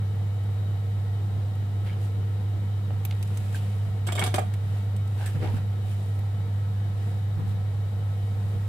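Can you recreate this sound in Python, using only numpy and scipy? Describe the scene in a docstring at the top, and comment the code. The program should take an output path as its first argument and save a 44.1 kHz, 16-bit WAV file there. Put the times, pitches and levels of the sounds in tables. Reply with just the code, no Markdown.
"""A workbench under a ceiling fan: its motor hums, the blades make the hum waver, and air rushes past.
Light ticks of tool and wire come and go. About four seconds in, a soldering iron rattles and grates
into its metal stand and seats with a knock; hands slide a circuit board over the mat and bump it.
Hum and squeaks are swept sines, air and friction are shaped noise, and metal and wood ring in modes.
A short stereo tail places the bench sounds in the room."""
import sys
import numpy as np
from scipy import signal
from scipy.fft import rfft, irfft, next_fast_len
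from scipy.io import wavfile
from scipy.ndimage import uniform_filter1d

SR = 44100
rng = np.random.default_rng(int(sys.argv[2]) if len(sys.argv) > 2 else 0)


def to_wav(s):
    """Save 16-bit WAV."""
    ch = np.atleast_2d(s).T  # columns
    pcm = np.round(np.clip(ch, -1, 1) * 32767)  # PCM
    wavfile.write(sys.argv[1], SR, pcm.astype(np.int16))


N = 382788
TIME = np.arange(N) / SR
HZ = np.fft.rfftfreq(N, 1 / SR)

# likeness of the two microphones: (frequency [Hz], correlation, clipped to -1..1)
SAME = [(60, 0), (130, 1.07), (290, 0.75), (640, 0.64), (1400, -0.07), (3100, 0.07), (7000, 0)]
# colour of a wooden contact: (frequency [Hz], relative level [dB])
THUD = [(60, -22), (180, -5), (280, -3), (450, -2), (640, -5), (900, -10), (1700, -9.5), (2300, -11.5),
        (4000, -31), (8000, -49)]
# colour of dull rubbing: (frequency [Hz], relative level [dB])
RUB = [(100, 15), (450, 13), (780, 14.5), (1100, 7.5), (1600, 11), (3000, 6), (5000, -2.5), (9000, -21),
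       (15000, -35)]
# colour of bright friction: (frequency [Hz], relative level [dB])
FIZZ = [(500, -42), (2500, -0.5), (6000, -9), (8200, -4), (11000, -7), (15000, -12)]


def gain_of(db):
    """Decibels to amplitude."""
    return 10 ** (np.asarray(db) / 20)


def evened(x):
    """Scales to rms 1."""
    return x / np.sqrt(np.mean(x ** 2) + 1e-20)


def read(points, hz):
    """Reads a table on a log-frequency axis."""
    f, value = np.transpose(points)
    return np.interp(np.log(hz + 1), np.log(f + 1), value)


def pan(lean_db):
    """Left and right gains; a positive lean is louder on the left."""
    return gain_of(np.array([[.5], [-.5]]) * lean_db)


def lift(peaks):
    """Curve in dB over HZ: a sum of bells (centre, width at half height, height)."""
    return sum(db / (1 + (2 * (HZ - hz) / width) ** 2) for hz, width, db in peaks)


def split(level_db, bright_db):
    """Shares a level between a bright and a dull part that lie bright_db apart."""
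    dull_db = level_db - 10 * np.log10(1 + gain_of(bright_db) ** 2)
    return dull_db + bright_db, dull_db


def drift(rate_hz):
    """Random wander of rms 1, smoothed so that little remains above rate_hz."""
    coarse = next_fast_len(N // 8)
    spectrum = rfft(rng.standard_normal(coarse))
    smooth = np.exp(-(HZ[:len(spectrum)] / rate_hz) ** 2)
    slow = irfft(spectrum * smooth, coarse)
    return np.interp(TIME, np.linspace(0, TIME[-1], coarse), evened(slow))


def grain(depth_db, rate_hz):
    """Irregular gain of rms 1, the unevenness of rough surfaces in contact."""
    return evened(gain_of(depth_db * drift(rate_hz)))


def noise(colour, extra_db=0):
    """Coloured noise at two microphones, alike in the bass and nearly unrelated in the treble."""
    a, b = rfft(rng.standard_normal((2, N)))
    same = np.clip(read(SAME, HZ), -1, 1)
    pair = np.array([a, same * a + np.sqrt(1 - same ** 2) * b])
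    return evened(irfft(pair * gain_of(read(colour, HZ) + extra_db), N))


def whistle(hz, width_hz):
    """Narrow noise of one resonance."""
    resonance = 1 / (1 + (2 * (HZ - hz) / width_hz) ** 2)
    return evened(irfft(rfft(rng.standard_normal(N)) * resonance, N))


def blows(times, levels_db, decays_s, rise_s=0.00035):
    """Force of a row of contacts: each rises quickly and dies away exponentially."""
    out = np.zeros((2, N))
    for s, db, decay_s in np.broadcast(times, levels_db, decays_s):
        part = out[:, round(s * SR):][:, :SR // 2]
        t = TIME[:part.shape[1]]
        part += gain_of(db) * (1 - np.exp(-t / rise_s)) * np.exp(-t / decay_s)
    return out


def swell(s, level_db, half_s):
    """Pressure of a stroke: a Gaussian bell around its middle."""
    return gain_of(level_db) * np.exp(-.5 * ((TIME - s) / half_s) ** 2)


def hum(waver=0.026, throb=0.045, buzz_waver=0.35, buzz_throb=0.17):
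    """The motor core vibrates at twice the mains frequency; blade echoes sway it once and twice a turn."""
    # harmonics: (multiple, rounded for pitch, level [dB], left over right [dB], change after the move [dB])
    buzz_lines = [(1.99, -50.5, 1, -1.5), (5, -64, 2, 1), (6.9, -64, 1, 1), (9, -67, 0, -1.5),
                  (12.9, -63.5, -2.5, 1.5), (13.8, -72, 11, -4), (16, -83, 11, 0), (17, -75, 12, 2),
                  (19.1, -66.5, 3, 1.5), (20.1, -75, -10, 0), (22, -70, 3, 0), (28, -76, 0, -9),
                  (30, -67.5, 3.5, -2), (32, -75.5, 12, -1), (38, -77, 18, -1.5), (40, -77.5, 0, -1)]
    hum_hz, turn_hz = 100.27, 4.2
    hum_db, lean_db, fade_db = -26.5, -1.0, 1.05
    sway, second_sway = 0.045, 0.16  # phase swing [rad]
    angle = 2 * np.pi * np.cumsum(hum_hz + 0.011 * drift(0.38)) / SR
    turn = 2 * np.pi * np.cumsum(turn_hz + 0.19 * drift(0.24)) / SR
    strength = gain_of(hum_db) * (1 + waver * drift(8.7) + throb * np.cos(turn))
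    swayed = angle + sway * np.sin(turn) + second_sway * np.sin(2 * turn)
    out = pan(lean_db) * strength * np.sin(swayed)
    # at 6 s the moved board changes how the hum is reflected: the harmonics step in level
    moved = TIME > 6.0
    for multiple, db, side_db, change_db in buzz_lines:
        start, blade = 2 * np.pi * rng.random(2)
        # higher harmonics arrive by many paths, differently at each microphone
        same = np.clip(read(SAME, multiple * hum_hz), -1, 1)
        spread = np.arccos(same) * np.array([[.5], [-.5]])
        line = np.sin(round(multiple) * angle + spread + start + buzz_throb * np.sin(turn + blade))
        level = gain_of(db + change_db * moved + fade_db * drift(2.0))
        flicker = 1 + buzz_waver * drift(24) + buzz_throb * np.sin(turn + start)
        out += pan(side_db) * level * flicker * line
    return np.sqrt(2) * out  # table levels are rms


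def fan(air_db=-40, gust_db=1.1, ripple_db=1.5, ripple_hz=28):
    """Airflow in fixed resonances, finely rippled by the room; its low part flutters under motor tones."""
    # tones of the fan motor: (frequency [Hz], rms level [dB])
    motor_tones = [(149.8, -59), (463, -65)]
    # colour of the airflow: (frequency [Hz], relative level [dB])
    air_colour = [(20, -18), (45, -14.5), (68, -4), (115, 2), (195, -6), (240, -13), (780, -19.5),
                  (1050, -23), (2000, -28), (2700, -32.5), (4000, -33), (6000, -41), (10000, -41.5),
                  (15000, -42.5)]
    # resonances of room and fan housing: (frequency [Hz], width [Hz], lift [dB])
    air_peaks = [(65, 9, 4.5), (382, 5.4, -32), (467, 48, 6.5), (560, 130, -1), (762, 99, 5),
                 (3800, 360, 5), (4160, 350, -2), (7600, 1050, 3.5)]
    # side of the airflow: (frequency [Hz], left over right [dB])
    air_lean = [(60, 0.5), (200, 0.5), (1300, 2.5), (3000, 2.5), (5000, 5), (6800, 1), (8200, -4.5),
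                (10000, -0.5), (15000, 2)]
    # gain of the airflow's low mids: (time [s], level [dB])
    low_mids = [(0, 0), (2.4, 3.5), (4, -1.5), (5.5, 0), (7, 0.5), (8.6, -0.5)]
    rough = rng.standard_normal((2, len(HZ)))
    ripple = evened(uniform_filter1d(rough, int(ripple_hz * N / SR) + 1))
    ripple = ripple * HZ / (HZ + 800)  # weaker in the bass
    flow = gain_of(air_db) * noise(air_colour, lift(air_peaks) + ripple_db * ripple)
    flow = rfft(flow) * pan(read(air_lean, HZ))
    low = 1 / (1 + (HZ / 1200) ** 2)
    low_mid_band = lift([(330, 170, 1)]) ** 2  # used as a plain gain
    low_mid_gain = gain_of(np.interp(TIME, *np.transpose(low_mids)))
    low_mid_change = irfft(flow * low_mid_band, N) * (low_mid_gain - 1)
    fluttering = (irfft(flow * low, N) + low_mid_change) * gain_of(gust_db * drift(29))
    steady = irfft(flow * (1 - low), N)
    # the phase of each tone wanders by 0.15 rad
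    tones = sum(gain_of(db) * np.sin(2 * np.pi * hz * TIME + 0.15 * drift(1.8)) for hz, db in motor_tones)
    return fluttering + steady + np.sqrt(2) * tones


def room(x):
    """A short diffuse tail, duller than the direct sound, each band dying at its own speed."""
    # the room's tail: (frequency [Hz], t60 [s], level [dB])
    bands = np.array([(99, 0.5, 0), (258, 0.3, -3.5), (700, 0.18, -1.5), (3000, 0.32, -7),
                      (8000, 0.25, -8.5), (15000, 0.37, -12)])
    hz, t, z = signal.stft(rng.standard_normal((2, SR // 2)), SR, nperseg=256)
    t60 = read(bands[:, [0, 1]], hz)[:, None]
    tail = signal.istft(z * gain_of(-60 * t / t60), SR, nperseg=256)[1]
    tail = tail * (1 - np.exp(-TIME[:tail.shape[1]] / 0.0013))  # soft onset
    wet = signal.fftconvolve(x, tail / np.linalg.norm(tail[0]), axes=1)[:, :N]
    return irfft(rfft(wet) * gain_of(read(bands[:, [0, 2]], HZ)), N)


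def ticks(lean_db=-2.5, rise_s=0.0006):
    """Small dry noisy contacts, each with a brief ring of the part that is touched."""
    # ticks of tool and wire: (time [s], level [dB], bright over dull [dB], decay [s],
    # ring [Hz], ring width [Hz], ring over level [dB])
    tick_list = [(0.438, -54, 16, .003, 11500, 3000, -3), (1.553, -50, 14, .003, 10000, 4000, -6),
                 (3.0505, -29.5, 8, 0.0042, 12900, 2600, -2.5), (3.11, -38.5, 1, 0.0024, 2800, 2960, 7.5),
                 (3.124, -47, -6, 0.0026, 2700, 2200, 8), (3.2265, -36, 10, 0.0061, 8500, 3000, -17),
                 (3.276, -45, 16, .003, 8250, 1500, -8), (3.372, -36, 6, 0.0054, 8300, 3500, -6),
                 (3.527, -43, 6, .003, 8200, 2000, -9), (3.545, -44, 2, 0.0031, 8060, 1100, 3),
                 (3.546, -46.5, 4, 0.0086, 1590, 220, 6.5), (3.552, -43, 3, 0.031, 3300, 2000, -6),
                 (4.537, -41.5, 16, 0.0075, 1950, 500, -1.5), (4.964, -44, 15, .005, 8430, 1200, -2),
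                 (5.075, -49, 15, .005, 8300, 1500, -6), (5.259, -39, 14, 0.017, 8200, 600, -4),
                 (5.566, -43, -8, 0.015, 1440, 500, -3), (6.026, -40, -4, .001, 9000, 3000, -12),
                 (6.19, -47, 11, .004, 12000, 3000, -7)]
    s, level_db, bright_db, decay_s, ring_hz, width_hz, ring_db = np.transpose(tick_list)
    fizz_db, rub_db = split(level_db, bright_db)
    bright = blows(s, fizz_db, decay_s, rise_s) * noise(FIZZ)
    dull = blows(s, rub_db, decay_s, rise_s) * noise(RUB)
    out = bright + dull
    for at, db, lasts_s, hz, width in zip(s, level_db + ring_db, decay_s, ring_hz, width_hz):
        out += blows([at], db, lasts_s, rise_s) * whistle(hz, width)
    return pan(lean_db) * out


def knocks(times, levels_db, rise_s=0.00093, lag_s=0.000085):
    """The bench top rings in its modes after each blow; the left microphone hears it slightly later."""
    # modes of the bench top: (frequency [Hz], relative level [dB], t60 [s])
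    bench_modes = [(189, -22, 0.054), (332, -23, 0.05), (466, -29, 0.07), (593, -14.5, 0.061),
                   (707, -3, 0.028), (860, -11, 0.018), (1210, -19, 0.034), (1640, -21, .022),
                   (2360, -19, .025)]
    hz, db, t60 = np.transpose(bench_modes)[:, :, None, None]
    t = np.maximum(TIME[:SR // 4] - np.array([[lag_s], [0]]), 0)
    sign = (-1) ** np.arange(len(hz))[:, None, None]
    modes = sign * gain_of(db - 60 * t / t60) * np.sin(2 * np.pi * hz * t)
    ring = modes.sum(0) * (1 - np.exp(-t / rise_s))
    out = np.zeros((2, N))
    for s, level_db in zip(times, levels_db):
        part = out[:, round(s * SR):][:, :ring.shape[1]]
        part += gain_of(level_db) * ring[:, :part.shape[1]]
    return out


def bumps(knock_db=-3, grit_db=-2):
    """The bench answers a soft bump with a low push and a harder one with a wooden knock."""
    # bumps on the bench: (time [s], level [dB], wooden over low part [dB], decay [s])
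    bump_list = [(2.905, -26, 15, 0.0019), (5.348, -25, -18, 0.017), (5.368, -35, -18, .014),
                 (5.421, -26.5, -9.5, 0.026), (5.447, -36, -4, .02), (5.538, -23, -27, 0.011),
                 (7.366, -34, -24, 0.038), (7.393, -30.5, -32, 0.023), (7.517, -34.5, -20, 0.028)]
    # colour of the low push: (frequency [Hz], relative level [dB])
    push_colour = [(30, -92), (75, 9.5), (170, 3.5), (290, -10), (600, -29), (1200, -21), (4000, -47)]
    s, level_db, bright_db, decay_s = np.transpose(bump_list)
    wood_db, low_db = split(level_db, bright_db)
    grit = blows(s, wood_db + grit_db, decay_s, rise_s=0.0022) * noise(THUD)
    push = blows(s, low_db, decay_s, rise_s=0.0025) * noise(push_colour)
    return push + grit + knocks(s, wood_db + knock_db)


def handling(fizz_lean_db=-0.5, slide_fizz_db=-16):
    """Grainy strokes swell and fade: light ones are friction noise, firm ones also sound a resonance."""
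    # light brushes of skin and solder: (middle [s], level [dB], bright over dull [dB], half length [s])
    brushes = [(1.865, -52.5, -6, 0.018), (2.042, -51.5, 2, 0.028), (3.384, -59, 2, 0.26),
               (3.62, -55.5, -3.5, 0.23), (4.74, -53.5, -5, 0.085), (5.257, -54.5, 10, 0.1),
               (5.55, -50.5, -5, 0.045), (5.897, -55.5, 1, 0.036), (6.038, -59.5, 16, 0.12),
               (7.068, -55.5, -2, .098), (7.495, -55, 0, 0.027), (8.542, -62.5, 22, 0.36)]
    # firm slides of wire and board: (middle [s], level [dB], half length [s],
    # resonance [Hz], resonance over rubbing [dB])
    slides = [(1.874, -53, 0.0084, 2100, -3), (1.88, -58, 0.011, 3100, 2), (1.9, -53, .009, 2280, -1),
              (1.917, -62, .006, 2950, 6), (1.932, -50.5, .011, 3030, -5), (5.216, -50, 0.016, 790, 6),
              (5.217, -54, 0.025, 1590, 3.5), (5.269, -48.5, 0.024, 1650, 0), (5.359, -54.5, .008, 465, 14),
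              (5.429, -50.5, 0.021, 440, 10), (5.443, -52, .025, 277, 11), (5.451, -50.5, 0.024, 744, 6.5),
              (5.488, -53, 0.018, 920, 4), (8.513, -61.5, 0.025, 473, 14)]
    rub, fizz = noise(RUB), pan(fizz_lean_db) * noise(FIZZ)
    out = np.zeros((2, N))
    for s, level_db, bright_db, half_s in brushes:
        fizz_db, rub_db = split(0, bright_db)
        friction = gain_of(rub_db) * rub + gain_of(fizz_db) * fizz
        out += swell(s, level_db, half_s) * friction
    for s, level_db, half_s, hz, body_db in slides:
        body = gain_of(body_db) * whistle(hz, width_hz=70 + 0.13 * hz)
        out += swell(s, level_db, half_s) * (rub + gain_of(slide_fizz_db) * fizz + body)
    return out * grain(2.0, 290)


def seat(grit_db=-17, grit_s=0.008):
    """The handle drops home and rebounds: a compact wooden thump through the bench."""
    # the handle seating and rebounding: (time [s], level [dB])
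    landings = [(4.3816, -10), (4.388, -18)]
    s, level_db = np.transpose(landings)
    grit = blows(s, level_db + grit_db, grit_s, rise_s=0.0011) * noise(THUD)
    return knocks(s, level_db) + grit


def drags(jitter=0.0136, rise_s=0.0019):
    """The barrel grates along the stand; metal sticks and slips in short squeaks that bend in pitch."""
    # the barrel dragging: (time [s], level [dB], decay [s], squeak [Hz],
    # squeak over grating [dB], glide [Hz/s])
    drag_list = [(4.085, -27, 0.012, 2210, -8, 3996), (4.124, -36, .008, 3480, 14, -12000),
                 (4.165, -40, .006, 3800, 4, -40000), (4.1763, -25.5, 0.015, 2225, -4, -2),
                 (4.212, -24.5, 0.012, 2190, -4, 2000), (4.222, -24, 0.013, 2250, -3, 2003)]
    # colour of the grating: (frequency [Hz], relative level [dB])
    grate_colour = [(120, -5), (190, 9), (265, -18), (360, 5.5), (470, -4), (560, -21), (730, 1),
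                    (1100, -6), (1680, 1), (2000, -7), (3300, -11), (5000, -25), (15000, -39)]
    grate = noise(grate_colour) * grain(3, 380)
    out = np.zeros((2, N))
    for s, level_db, decay_s, hz, squeak_db, glide in drag_list:
        bend_hz = glide * np.clip(TIME - s, 0, 2 * decay_s)
        pitch = (hz + bend_hz) * (1 + jitter * drift(414))
        start = rng.random((2, 1)) / 3  # part of a cycle, different at each microphone
        squeak = np.sqrt(2) * np.sin(2 * np.pi * (np.cumsum(pitch) / SR + start))
        _, grate_db = split(level_db, squeak_db)
        out += blows([s], grate_db, decay_s, rise_s) * (grate + gain_of(squeak_db) * squeak)
    return out


def stand(ring_db=-2, crack_db=3, crack_s=0.00068, thud_grit_db=3.0):
    """Each contact is a crack and a short gritty scrape that rings the stand and knocks on the bench."""
    # iron against stand: (time [s], level [dB], metal over thud [dB], decay [s],
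    # lower favoured ring [Hz], upper favoured ring [Hz])
    clatter = [(4.068, -31.5, 11, 0.011, 1620, 8000), (4.1218, -29.5, 9, 0.0069, 3350, 7550),
               (4.152, -34.5, 5, 0.021, 3900, 7500), (4.192, -30.5, 13, 0.013, 3350, 8250),
               (4.2386, -26, 16, 0.0096, 4730, 9900), (4.261, -32, 10, .01, 6240, 8250),
               (4.271, -35, -3, 0.0068, 1620, 6240), (4.3408, -21, 0, 0.0069, 1620, 9780),
               (4.357, -33, 6, .003, 3800, 9780), (4.3606, -28, 2, 0.0034, 1620, 1230),
               (4.383, -26.5, -5, 0.0056, 1600, 2370), (4.392, -30, 6, 0.0022, 2350, 9700)]
    # ring of the stand: (frequency [Hz], relative level [dB], t60 [s])
    stand_modes = [(724, -5, 0.13), (1230, -7.5, 0.044), (1655, -7.5, 0.043), (2450, -12, 0.066),
                   (3340, -8.5, 0.021), (3720, -8, 0.022), (4930, -18, 0.06), (6240, -6, 0.08),
                   (7550, -6, 0.027), (8250, -7.5, 0.028), (9930, -7, 0.024), (10850, -4.5, 0.022),
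                   (11800, -1, 0.02)]
    # colour of metal contact: (frequency [Hz], relative level [dB])
    metal_colour = [(150, -8), (700, 6), (1500, 0), (2400, -0.5), (3400, 6), (5200, -1), (6700, -7),
                    (7800, 1), (10000, -0.5), (11500, -6), (13000, -2), (15000, -8)]
    # side of the metal, its treble mostly to the right: (frequency [Hz], left over right [dB])
    metal_lean = [(1500, -1), (3300, -0.5), (4700, -1), (6200, 2), (7600, -12), (10000, -6), (13000, -1)]
    spot_db, favour_db, favour_octaves, detune = 2, 10, 0.12, 0.011
    s, level_db, bright_db, decay_s, lower_hz, upper_hz = np.transpose(clatter)
    metal_db, thud_db = split(level_db, bright_db)
    force = blows(s, metal_db, decay_s, rise_s=0.0014) + blows(s, metal_db + crack_db, crack_s)
    scrape = force * grain(4, 730) * noise(metal_colour)
    hz, db, t60 = np.transpose(stand_modes)[:, :, None]
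    t = TIME[:SR // 4]
    ring = np.zeros((2, N))
    starts = np.round(s * SR).astype(int)
    ends = np.append(starts[1:], starts[-1] + len(t))
    for a, b, *favoured in zip(starts, ends, lower_hz, upper_hz):
        # every spot of contact favours other modes and pulls their pitch a little
        louder, pull = rng.standard_normal((2, len(hz), 1))
        favour = sum(favour_db / (1 + (np.log2(hz / f) / favour_octaves) ** 2) for f in favoured)
        mode_gain = gain_of(db + favour + spot_db * louder - 60 * t / t60)
        shape = (mode_gain * np.sin(2 * np.pi * hz * (1 + detune * pull) * t)).sum(0)
        clink = signal.fftconvolve(scrape[:, a:b], shape[None] / np.linalg.norm(shape), axes=1)
        ring[:, a:a + clink.shape[1]] += clink
    metal = scrape + gain_of(ring_db) * ring
    metal = irfft(rfft(metal) * pan(read(metal_lean, HZ)), N)
    thud = blows(s, thud_db + thud_grit_db, decay_s, rise_s=0.00076) * noise(THUD)
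    return metal + thud + knocks(s, thud_db)


def scene(tick_send_db=-7):
    """Bench sounds and their room over the hum and the fan; the ticks are close and drier."""
    near = ticks()
    bench = bumps() + handling() + seat() + drags() + stand()
    tail = room(bench + gain_of(tick_send_db) * near)
    return hum() + fan() + near + bench + tail


def record(dry):
    """The recorder's band limit: a steep low-pass at 15650 Hz."""
    low_pass = signal.firwin(511, 15650, window=("kaiser", 9), fs=SR)
    return signal.oaconvolve(dry, low_pass[None], "same")


dry = scene()
out = record(dry)
to_wav(out)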